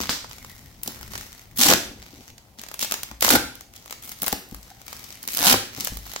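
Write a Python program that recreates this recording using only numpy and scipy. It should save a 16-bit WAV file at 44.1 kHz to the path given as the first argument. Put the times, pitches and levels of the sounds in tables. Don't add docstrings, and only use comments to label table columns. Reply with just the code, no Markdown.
import sys
import numpy as np
from scipy import signal
from scipy.fft import rfft, irfft, next_fast_len
from scipy.io import wavfile
from scipy.ndimage import map_coordinates

SR = 44100
rng = np.random.default_rng(int(sys.argv[2]) if len(sys.argv) > 2 else 0)


def store_pcm(level_fs):
    pcm = np.round(np.clip(level_fs, -1, 1) * 32767).astype(np.int16)
    wavfile.write(sys.argv[1], SR, np.atleast_2d(pcm).T)


N = 273420

# frequency_hz, level_db
ROOM_TONE_EQ = [(15, -46), (25, -4), (102, -1), (439, -11.5), (775, -7), (1740, -30.5), (2550, -20),
                (5280, -20.5), (10100, -25), (16000, -22)]
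# frequency_hz, t60_s
ROOM_DECAY = [(100, 0.22), (260, 0.59), (700, 0.4), (1900, 0.48), (5000, 0.44), (13000, 0.39)]
# frequency_hz, gain_db
REVERB_EQ = [(100, 4), (300, 0), (1000, -1), (3000, 4), (6500, 2.5), (10000, 1.5), (16000, -2)]
# frequency_hz, left_right_likeness
ROOM_IMAGE = [(100, 0.87), (350, 0.77), (700, 0.63), (1300, 0.029), (2500, 0.037), (15000, 0.05)]
# frequency_hz, left_right_likeness
DIRECT_IMAGE = [(100, 0.98), (400, 0.99), (900, 0.51), (2000, 0.43), (6000, 0.05), (15000, 0.043)]
# frequency_hz, left_over_right_db
PORT_BALANCE = [(60, 2.5), (200, 4), (1300, 1), (2400, 0.5), (4400, -3), (8000, 1.5), (13000, 0)]
# start_s, level_db, pitch_hz, t60_s
BALE_BUMPS = [(.005, -19, 76, 0.1), (3.102, -33, 57.1, 0.37), (4.329, -9, 70, 0.041),
              (4.525, -31.5, 53.8, 0.31), (5.53, -23, 105.4, 0.193), (5.917, -27.5, 52.3, 0.54)]
# start_s, length_s, level_db
BALE_SHOVES = [(0, .12, -48.5), (0.21, 0.99, -50), (1.008, 0.33, -58), (1.455, 0.56, -49.5),
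               (3.25, 0.093, -35), (4.94, 0.069, -51.5), (5.403, 0.11, -42.5), (5.643, 0.18, -59),
               (5.884, 0.14, -43.5)]
# frequency_hz, level_db
RUMBLE_EQ = [(20, -5.5), (53, 7.5), (80, 3), (110, 4.5), (160, -3.5), (260, -8), (500, -27), (1100, -77)]
# start_s, length_s, level_db, pitch_hz
SQUEAKS = [(.375, .075, -57, 2100), (.48, .05, -53, 1895), (.56, .13, -62, 1895),
           (4.66, .17, -59, 760)]
# centre_hz, width_hz, gain_db
WRAP_MODES = [(212, 78, -5.5), (289, 28.7, -1), (365, 22, -3), (502, 85, -5), (792, 92, -2.5)]
# start_s, length_s, level_db
PALM_SCUFFS = [(1.165, 0.1, -56), (1.838, 0.15, -50), (2.131, 0.083, -49), (2.29, .07, -59),
               (5.39, 0.051, -39.5), (5.775, 0.066, -45)]
# start_s,
# length_s, level_db, edge_offset_db, rubbing_offset_db
HAND_STROKES = [(0, 0.031, -32.5, 0.5, -4), (0.03, 0.092, -39.5, -2.5, -4), (0.286, 0.42, -51.5, 4.5, -3),
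                (0.623, 0.3, -57.5, 1, -3), (0.835, 0.25, -48.5, 4.5, 1), (1.102, 0.15, -43.5, 3, -4),
                (1.255, 0.18, -51.5, 2.5, -3.5), (1.426, 0.14, -63, 4, 2.5),
                (1.558, 0.028, -40.5, 11.5, -4.5), (1.979, 0.11, -52, -1, -3.5),
                (2.104, 0.2, -52, -0.5, -5.5), (2.327, 0.22, -73, -9, 9.5), (2.573, 0.16, -50.5, -3, -2.5),
                (2.801, 0.044, -29.5, 3.5, -12), (2.897, 0.1, -53, -17, 8.5), (3.047, 0.073, -56, -6, 1.5),
                (3.218, 0.058, -24.5, 2, -6.5), (3.54, 0.085, -54, -2, -10), (3.725, 0.28, -53.5, 0, -5),
                (4.02, 0.11, -46.5, 8, -5), (4.159, 0.15, -51, 6, -5), (4.492, .17, -57.5, 6, -2),
                (4.623, 0.25, -53, 1.5, -3), (4.878, 0.49, -47, 3, -3.5), (5.273, 0.27, -36.5, 8, -10.5),
                (5.721, 0.083, -46.5, 1, -4), (5.761, 0.12, -37.5, 2, -5.5), (5.92, 0.2, -51, 5, -6),
                (6.051, 0.15, -43.5, 3, -4.5)]
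# frequency_hz, level_db
RUSTLE_EQ = [(120, -45), (200, -1.5), (289, -8), (473, -14), (696, -11.5), (1350, -7), (1710, -8.5),
             (2170, 5), (2610, 4.5), (6170, 7.5), (9930, -9.5), (11500, -7.5), (16000, -3)]
# start_s, level_db, contact_s
WRAP_FLAPS = [(0.0930,-22,0.0022), (0.878,-28,0.00023), (1.692,-14.5,0.00048), (1.74,-17,0.0013),
              (3.113,-35,0.0011), (3.357,-43,0.00053), (4.222,-32,0.00053), (4.232,-33,0.00072),
              (4.3276,-18,0.00019), (4.522,-27,0.0037), (5.54,-12.5,0.00023), (5.781,-30.5,0.0007),
              (5.8,-38,0.0011), (5.92,-27.5,0.006)]
# frequency_hz, gain_db
POP_EQ = [(100, -20), (300, -3.5), (1600, 5.5), (2600, 0.5), (4400, 2), (6800, 6), (9000, -9), (11000, -7),
          (16000, -2)]
# frequency_hz, gain_db
BALE_SHADOW = [(100, -1), (4500, -2), (6500, -14), (9000, -31), (16000, -6)]
# start_s, length_s, level_db, first_pitch_hz, rise_hz_per_s
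WRAP_GROANS = [(1.586, 0.029, -26.5, 220.2, 754), (1.655, .028, -21.5, 275, 760),
               (1.73, .05, -32, 325, 400), (3.324, 0.044, -20, 226.1, 900), (5.462, .082, -25.5, 170, 1176)]
# start_s, level_db, body_offset_db, edge_offset_db
FILM_SNAPS = [(0.2438, -34.5, 25, -8), (0.3112, -37, 6.5, -23), (0.383, -40.5, 6, -9),
              (0.446, -36.5, 13, -5), (0.833, -21.5, -5, 8), (0.876, -21.5, -30, -2.5),
              (1.1346, -32.5, 11.5, -8), (1.1534, -28, 10.5, -10), (1.5717, -28, -12, -5),
              (1.5846, -17, -6, 4), (1.6121, -13, 1, -8.5), (1.6334, -11.5, -6, -18),
              (1.6845, -12, 7, -7.5), (1.7012, -12.5, -1, -17), (1.735, -8.5, 6, -6.5),
              (2.3796, -41.5, -1, -9.5), (2.593, -35, -10, -12), (2.6145, -33, 6, 1),
              (2.6357, -33, 6, -7.5), (2.6857, -34.5, 3, -3), (2.7138, -33.5, 13.5, -3.5),
              (2.7408, -27, 10, 0), (2.792, -23.5, 1.5, -2.5), (2.812, -22.5, -5, 0), (2.817, -33, 1, 0),
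              (2.8279, -19, 3.5, -5.5), (2.8342, -23.5, -5, -3), (2.846, -23, 7, -2.5), (2.911, -22, 3, -4),
              (2.9206, -16, 6.5, -2.5), (2.94, -21, 6, -6), (3.0318, -22, 3.5, -0.5),
              (3.1127, -34, 16.5, -8), (3.208, -20, -6, 0), (3.2245, -11, 10.5, -5),
              (3.2466, -11, 10.5, -3.5), (3.2794, -15, 22, -1.5), (3.289, -13, -19, -11),
              (3.3038, -8, 19, 0), (3.553, -36, -6, -1), (3.6084, -35, 8.5, -5), (3.736, -50, -12, -3),
              (3.7618, -37.5, -12, -4), (3.8584, -38, 13, -1.5), (3.9082, -28.5, 5, -1.5),
              (3.9249, -28.5, 7, -7), (4.092, -44, 2, 3), (4.2193, -18, -2, 4), (4.2307, -17, 12, 10),
              (4.2417, -28.5, 8, -29), (4.2632, -19.5, 5, 4.5), (4.2693, -22, 8, -7), (4.28, -15, 12, 4.5),
              (4.3195, -31.5, -13, -30), (4.3265, -16, 8.5, -1.5), (4.488, -44, -5, 8),
              (4.5453, -33, 9, -2), (4.629, -41, -13, -4), (4.8636, -39, -1, 3), (4.9281, -30, 9.5, -4),
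              (5.0403, -35, -15, -5), (5.1246, -36.5, -9, -8), (5.2286, -29.5, -15, 2),
              (5.2858, -27.5, 2.5, -24), (5.3705, -16, -4, 5), (5.4162, -31, 18.5, 9.5),
              (5.4283, -20, 14, 3), (5.4457, -15, 11, 3), (5.541, -16.5, 20, -3), (5.8065, -22, -17, -5.5),
              (5.847, -18.5, -23, 5), (5.8714, -20, 8.5, -2), (5.9703, -27.5, 7, 2),
              (6.0649, -34.5, 18, 5.5), (6.1352, -30, 9, 0), (6.161, -24.5, 8.5, -15)]
# frequency_hz, gain_db
SNAP_EQ = [(100, -6), (300, -6.5), (850, -4), (2100, -1), (4500, 1), (6500, 2.5), (9800, -1.5), (11500, 1),
           (16000, 5.5)]
# start_s, length_s, time_to_crest_s, crest_db, build_db, edge_offset_db,
# final_body_db, final_drumming_db, ring_hz, pan_db
FILM_RIPS = [(1.588, 0.14, 0.04, -18, 3, -0.5, -22, -22, 1080, 0),
             (3.289, 0.0766, .04, -21, 2, 1, -19.5, -14.5, 1496, -3),
             (5.366, 0.1671, .135, -14.5, 12, -0.5, -17.5, -27, 940, -1.5)]
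# frequency_hz, level_db
TEAR_EQ = [(300, -24.5), (560, -8), (790, -8.5), (1050, -11), (1250, -8.5), (1480, -5), (1900, -8),
           (3300, -3.5), (5200, -2.5), (6800, -4.5), (9800, -11), (12000, -7.5), (15600, -10.5)]

HAND_ATTACK_S, HAND_RELEASE_S = 0.004, 0.0068
PRE_ROLL_S = .01


def amp(db):
    return 10 ** (np.asarray(db) / 20)


def unit(x):
    return x / np.sqrt(np.mean(x ** 2) + 1e-20)


def pan(db):
    return amp([[db / 2], [-db / 2]])


def along(points, hz):
    knots_hz, values = np.transpose(points)
    return np.interp(np.log(hz + 1), np.log(knots_hz + 1), values)


def wobble(rate):
    return map_coordinates(rng.standard_normal(int(N * rate / SR) + 4), [np.arange(N) * rate / SR])


def envelope(start, length, attack_s, release_s):
    age = np.arange(N) / SR - start
    return np.clip(age / attack_s, 0, 1) * np.exp(-np.clip((age - length) / release_s, 0, 20))


def add(track, start, sound):
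    i = max(round(start * SR), 0)
    part = sound[..., :max(N - i, 0)]
    track[..., i:i + part.shape[-1]] += part


def filtered(x, response):
    n = x.shape[-1]
    size = next_fast_len(n + SR // 20, True)
    return irfft(rfft(x, size) * response(np.fft.rfftfreq(size, 1 / SR)), size)[..., :n]


def coloured(x, *curves, size=2048):
    hz = np.fft.rfftfreq(size, 1 / SR)
    gain = amp(sum(along(curve, hz) for curve in curves))
    cepstrum = irfft(np.log(np.maximum(gain, 1e-6)))
    cepstrum[1:size // 2] *= 2
    cepstrum[size // 2 + 1:] = 0
    kernel = irfft(np.exp(rfft(cepstrum)))
    return signal.fftconvolve(x, kernel[None], axes=1)[:, :x.shape[1]]


def bands(x, *edges_hz):
    above = [filtered(x, lambda hz: 1 - 1 / (1 + (hz / edge) ** 12)) for edge in edges_hz]
    return [unit(a - b) for a, b in zip(above, above[1:] + [0])]


def stereo(pair, image, lead_ms=0):
    turn = lambda hz: np.arccos(np.clip(along(image, hz), -1, 1)) / 2
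    mid, side = filtered(pair, lambda hz: np.array([np.cos(turn(hz)), np.sin(turn(hz))]))
    lag = lambda hz: lead_ms / 1000 * hz ** 2 / (hz ** 2 + 550 ** 2)
    right = filtered(mid - side, lambda hz: np.exp(-2j * np.pi * hz * lag(hz)))
    return np.array([mid + side, right])


def slips(rate, scatter, spread_db, count=9000):
    gap, size = rng.standard_normal((2, count))
    progress = np.cumsum(rate * np.ones(N)) / SR
    at = np.searchsorted(progress, np.cumsum(np.exp(scatter * gap - scatter ** 2 / 2)))
    strength = amp(spread_db * np.clip(size, -2, 2))
    return np.bincount(at[at < N], strength[at < N], N)


def bursts(impulses, life_ms):
    decay = np.exp(-1000 / (life_ms * SR))
    return signal.lfilter([1], [1, -decay], impulses) * rng.standard_normal((2, N))


def room_tone(level_db=-56):
    return amp(level_db) * unit(stereo(coloured(rng.standard_normal((2, N)), ROOM_TONE_EQ), ROOM_IMAGE))


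def reverb(send, build_s=0.00092, tail_count=16):
    out, t = np.zeros((2, N)), np.arange(N) / SR
    centres = np.linspace(0, t[-1], tail_count)
    for centre in centres:
        hz, age, noise = signal.stft(rng.standard_normal((2, SR * 2 // 3)), SR, nperseg=256)
        decay = amp(-60 * age / along(ROOM_DECAY, hz)[:, None])
        tail = signal.istft(noise * decay, SR, nperseg=256)[1]
        tail *= 1 - np.exp(-(np.arange(tail.shape[1]) / SR / build_s) ** 2)
        tail /= np.linalg.norm(tail[0])
        share = np.maximum(1 - np.abs(t - centre) / centres[1], 0)
        active = share > 0
        add(out, t[active][0], signal.fftconvolve((send * np.sqrt(share))[:, active], tail, axes=1))
    return stereo(filtered(out, lambda hz: amp(along(REVERB_EQ, hz))), ROOM_IMAGE)


def bale(resting_db=-57.5, bump_attack_s=0.026):
    bumps, t = np.zeros((2, N)), np.arange(SR // 2) / SR
    swell = 1 - np.exp(-t / bump_attack_s)
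    for start, db, hz, t60 in BALE_BUMPS:
        add(bumps, start, amp(db - 60 * t / t60) * swell * np.sin(2 * np.pi * hz * t))
    rumble = stereo(coloured(rng.standard_normal((2, N)), RUMBLE_EQ), DIRECT_IMAGE)
    lumps = amp(2.5 * wobble(22))
    shoves = sum(amp(db) * envelope(start, length, attack_s=0.013, release_s=0.069)
                 for start, length, db in BALE_SHOVES)
    return bumps + np.hypot(shoves, amp(resting_db)) * unit(rumble * lumps)


def squeaks(octave_db=-10.5):
    out = np.zeros(N)
    for start, length, db, hz in SQUEAKS:
        pitch = hz * (1 + .008 * wobble(25) + .07 * wobble(600))
        phase = 2 * np.pi * np.cumsum(pitch) / SR
        tone = np.sin(phase) + amp(octave_db) * np.sin(2 * phase)
        out += amp(db) * envelope(start, length, attack_s=0.024, release_s=0.034) * tone
    return out * amp(4.4 * wobble(120.2))


def drumhead(hz):
    return sum((-1) ** k * amp(db) * 1j * hz * width / (centre ** 2 - hz ** 2 + 1j * hz * width)
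               for k, (centre, width, db) in enumerate(WRAP_MODES))


def scuffs(dull_hz=400):
    catches = bursts(slips(rate=120, scatter=.5, spread_db=3), life_ms=2)
    murmur = filtered(catches, lambda hz: drumhead(hz) / (1 + (hz / dull_hz) ** 2))
    pressure = sum(amp(db) * envelope(start, length, HAND_ATTACK_S, HAND_RELEASE_S)
                   for start, length, db in PALM_SCUFFS)
    return pressure * unit(stereo(murmur, DIRECT_IMAGE))


def crinkle(pan_db=2, sag_db_per_s=12.5, sliding_db=-4):
    crackling, edge, rubbing = np.zeros((3, N))
    for start, length, db, edge_db, rub_db in HAND_STROKES:
        age = np.maximum(np.arange(N) / SR - start, 0)
        press = amp(db - sag_db_per_s * age) * envelope(start, length, HAND_ATTACK_S, HAND_RELEASE_S)
        crackling = np.maximum(crackling, press)
        edge = np.maximum(edge, amp(edge_db) * press)
        rubbing = np.maximum(rubbing, amp(rub_db) * press)
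    ticks = unit(bursts(slips(rate=150, scatter=.7, spread_db=6), life_ms=.9))
    sliding = amp(sliding_db + 1.5 * wobble(45)) * rng.standard_normal((2, N))
    film = stereo(coloured(ticks + sliding, RUSTLE_EQ), DIRECT_IMAGE, lead_ms=0.249)
    low, middle, high = bands(film, 160, 1900, 8500)
    return (rubbing * low + crackling * middle + edge * high) * pan(pan_db)


def flaps(trim_db=-1):
    out, t = np.zeros((2, N)), np.arange(SR // 8) / SR
    for start, db, contact_s in WRAP_FLAPS:
        push = t / contact_s * np.exp(-t / contact_s)
        thud = filtered(push, lambda hz: drumhead(hz) + 0.15 * hz ** 2 / (hz ** 2 + 200 ** 2))
        add(out, start, amp(db + trim_db) * thud / np.abs(thud).max())
    return out


def pop(start_s=.0935, level_db=-3, rebound_s=.00023):
    out = np.zeros((2, N))
    pulse = coloured(np.eye(1, SR // 50), POP_EQ)
    pulse = filtered(pulse, lambda hz: np.exp(-1j * np.pi * hz * .0008 * hz / 8000))
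    pulse *= amp(level_db) / np.abs(pulse).max()
    add(out, start_s, pulse)
    add(out, start_s + rebound_s, .35 * pulse)
    return out


def groans():
    out = np.zeros(N)
    for start, length, db, hz, rise in WRAP_GROANS:
        age = np.clip(np.arange(N) / SR - start, 0, length)
        pitch = (hz + rise * age) * (1 + .13 * wobble(180))
        tone = np.sin(2 * np.pi * np.cumsum(pitch) / SR)
        out += amp(db) * envelope(start, length, attack_s=0.0069, release_s=.008) * tone
    return out * amp(2 * wobble(130))


def crack(life_s=0.0028, attack_s=.0005, evenness=0.56):
    t = np.maximum(np.arange(SR // 25) / SR - PRE_ROLL_S, 0)
    shape = np.exp(-(t / life_s) ** 1.3) * (1 - np.exp(-t / attack_s))
    spectrum = rfft(shape * rng.standard_normal((2, len(t))))
    magnitude = np.abs(spectrum)
    return irfft(spectrum / (magnitude + magnitude.mean() / 10) ** evenness, len(t))


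def snaps(pan_db=1, pan_scatter_db=4):
    out = np.zeros((2, N))
    for start, db, body_db, edge_db in FILM_SNAPS:
        direction = unit(pan(pan_db + pan_scatter_db * rng.standard_normal()))
        tilt = [(150, 0), (600, body_db), (1200, body_db), (3200, 0), (7000, 0), (11000, edge_db)]
        snap = stereo(coloured(crack(), SNAP_EQ, tilt), DIRECT_IMAGE, lead_ms=0.294)
        snap /= np.sqrt(np.sum(snap ** 2) / (2 * .005 * SR))
        add(out, start - PRE_ROLL_S, snap * amp(db) * direction)
    return out


def rips():
    crest_slips_per_s, rate_doubling_db = 310, 7
    ease_db_per_s, edge_ease_db_per_s = 42, 49
    body_growth_db, drum_growth_db = 11.5, 18
    ring_db, ring_width_hz = 6, 140
    t, out = np.arange(N) / SR, np.zeros((2, N))
    slack_db = sum(build_db * np.maximum(1 - (t - start) / crest_s, 0) * (t >= start)
                   for start, _, crest_s, _, build_db, *_ in FILM_RIPS)
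    steps = slips(crest_slips_per_s / 2 ** (slack_db / rate_doubling_db), scatter=.35, spread_db=2.8)
    film = stereo(coloured(bursts(steps, life_ms=1.7), TEAR_EQ), DIRECT_IMAGE, lead_ms=0.242)
    low, middle, high = bands(film, 480, 2200, 8500)
    plucks = unit(stereo(filtered(bursts(steps, life_ms=1.0), drumhead), DIRECT_IMAGE))
    for start, length, crest_s, db, _, edge_db, body_db, drum_db, ring_hz, pan_db in FILM_RIPS:
        age = np.clip(t - start, 0, length)
        to_go, past_crest = 1 - age / length, np.maximum(age - crest_s, 0)
        rasp = amp(-ease_db_per_s * past_crest) * middle
        edge = amp(edge_db - edge_ease_db_per_s * past_crest) * high
        tear = amp(db - slack_db) * (rasp + edge) * pan(pan_db)
        strip = unit(filtered(low, lambda hz: amp(ring_db / (1 + ((hz - ring_hz) / ring_width_hz) ** 2))))
        body = amp(body_db - body_growth_db * to_go) * strip
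        drumming = amp(drum_db - drum_growth_db * to_go) * plucks
        out += envelope(start, length, attack_s=0.0013, release_s=0.0013) * (tear + body + drumming)
    return out


def scene(film_send_db=-8, groan_send_db=-14, pop_send_db=-1):
    film = snaps() + rips() + crinkle() + flaps()
    groan, far_pop = groans(), pop()
    wet = reverb(amp(film_send_db) * film + amp(groan_send_db) * groan + amp(pop_send_db) * far_pop)
    background = room_tone() + wet + bale()
    return background + squeaks() + scuffs() + coloured(far_pop, BALE_SHADOW) + groan + film


def record(dry, port_hz=11500, width_hz=550, port_db=4, top_hz=15900):
    ring_db = lambda hz: port_db / (1 + ((hz - port_hz) / width_hz) ** 2)
    balance_db = lambda hz: along(PORT_BALANCE, hz) * np.array([[1], [-1]]) / 2
    picked_up = filtered(dry, lambda hz: amp(ring_db(hz) + balance_db(hz)))
    rounded = picked_up / (1 + np.abs(picked_up) ** 6) ** (1 / 6)
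    return filtered(rounded, lambda hz: hz < top_hz)


dry = scene()
out = record(dry)
store_pcm(out)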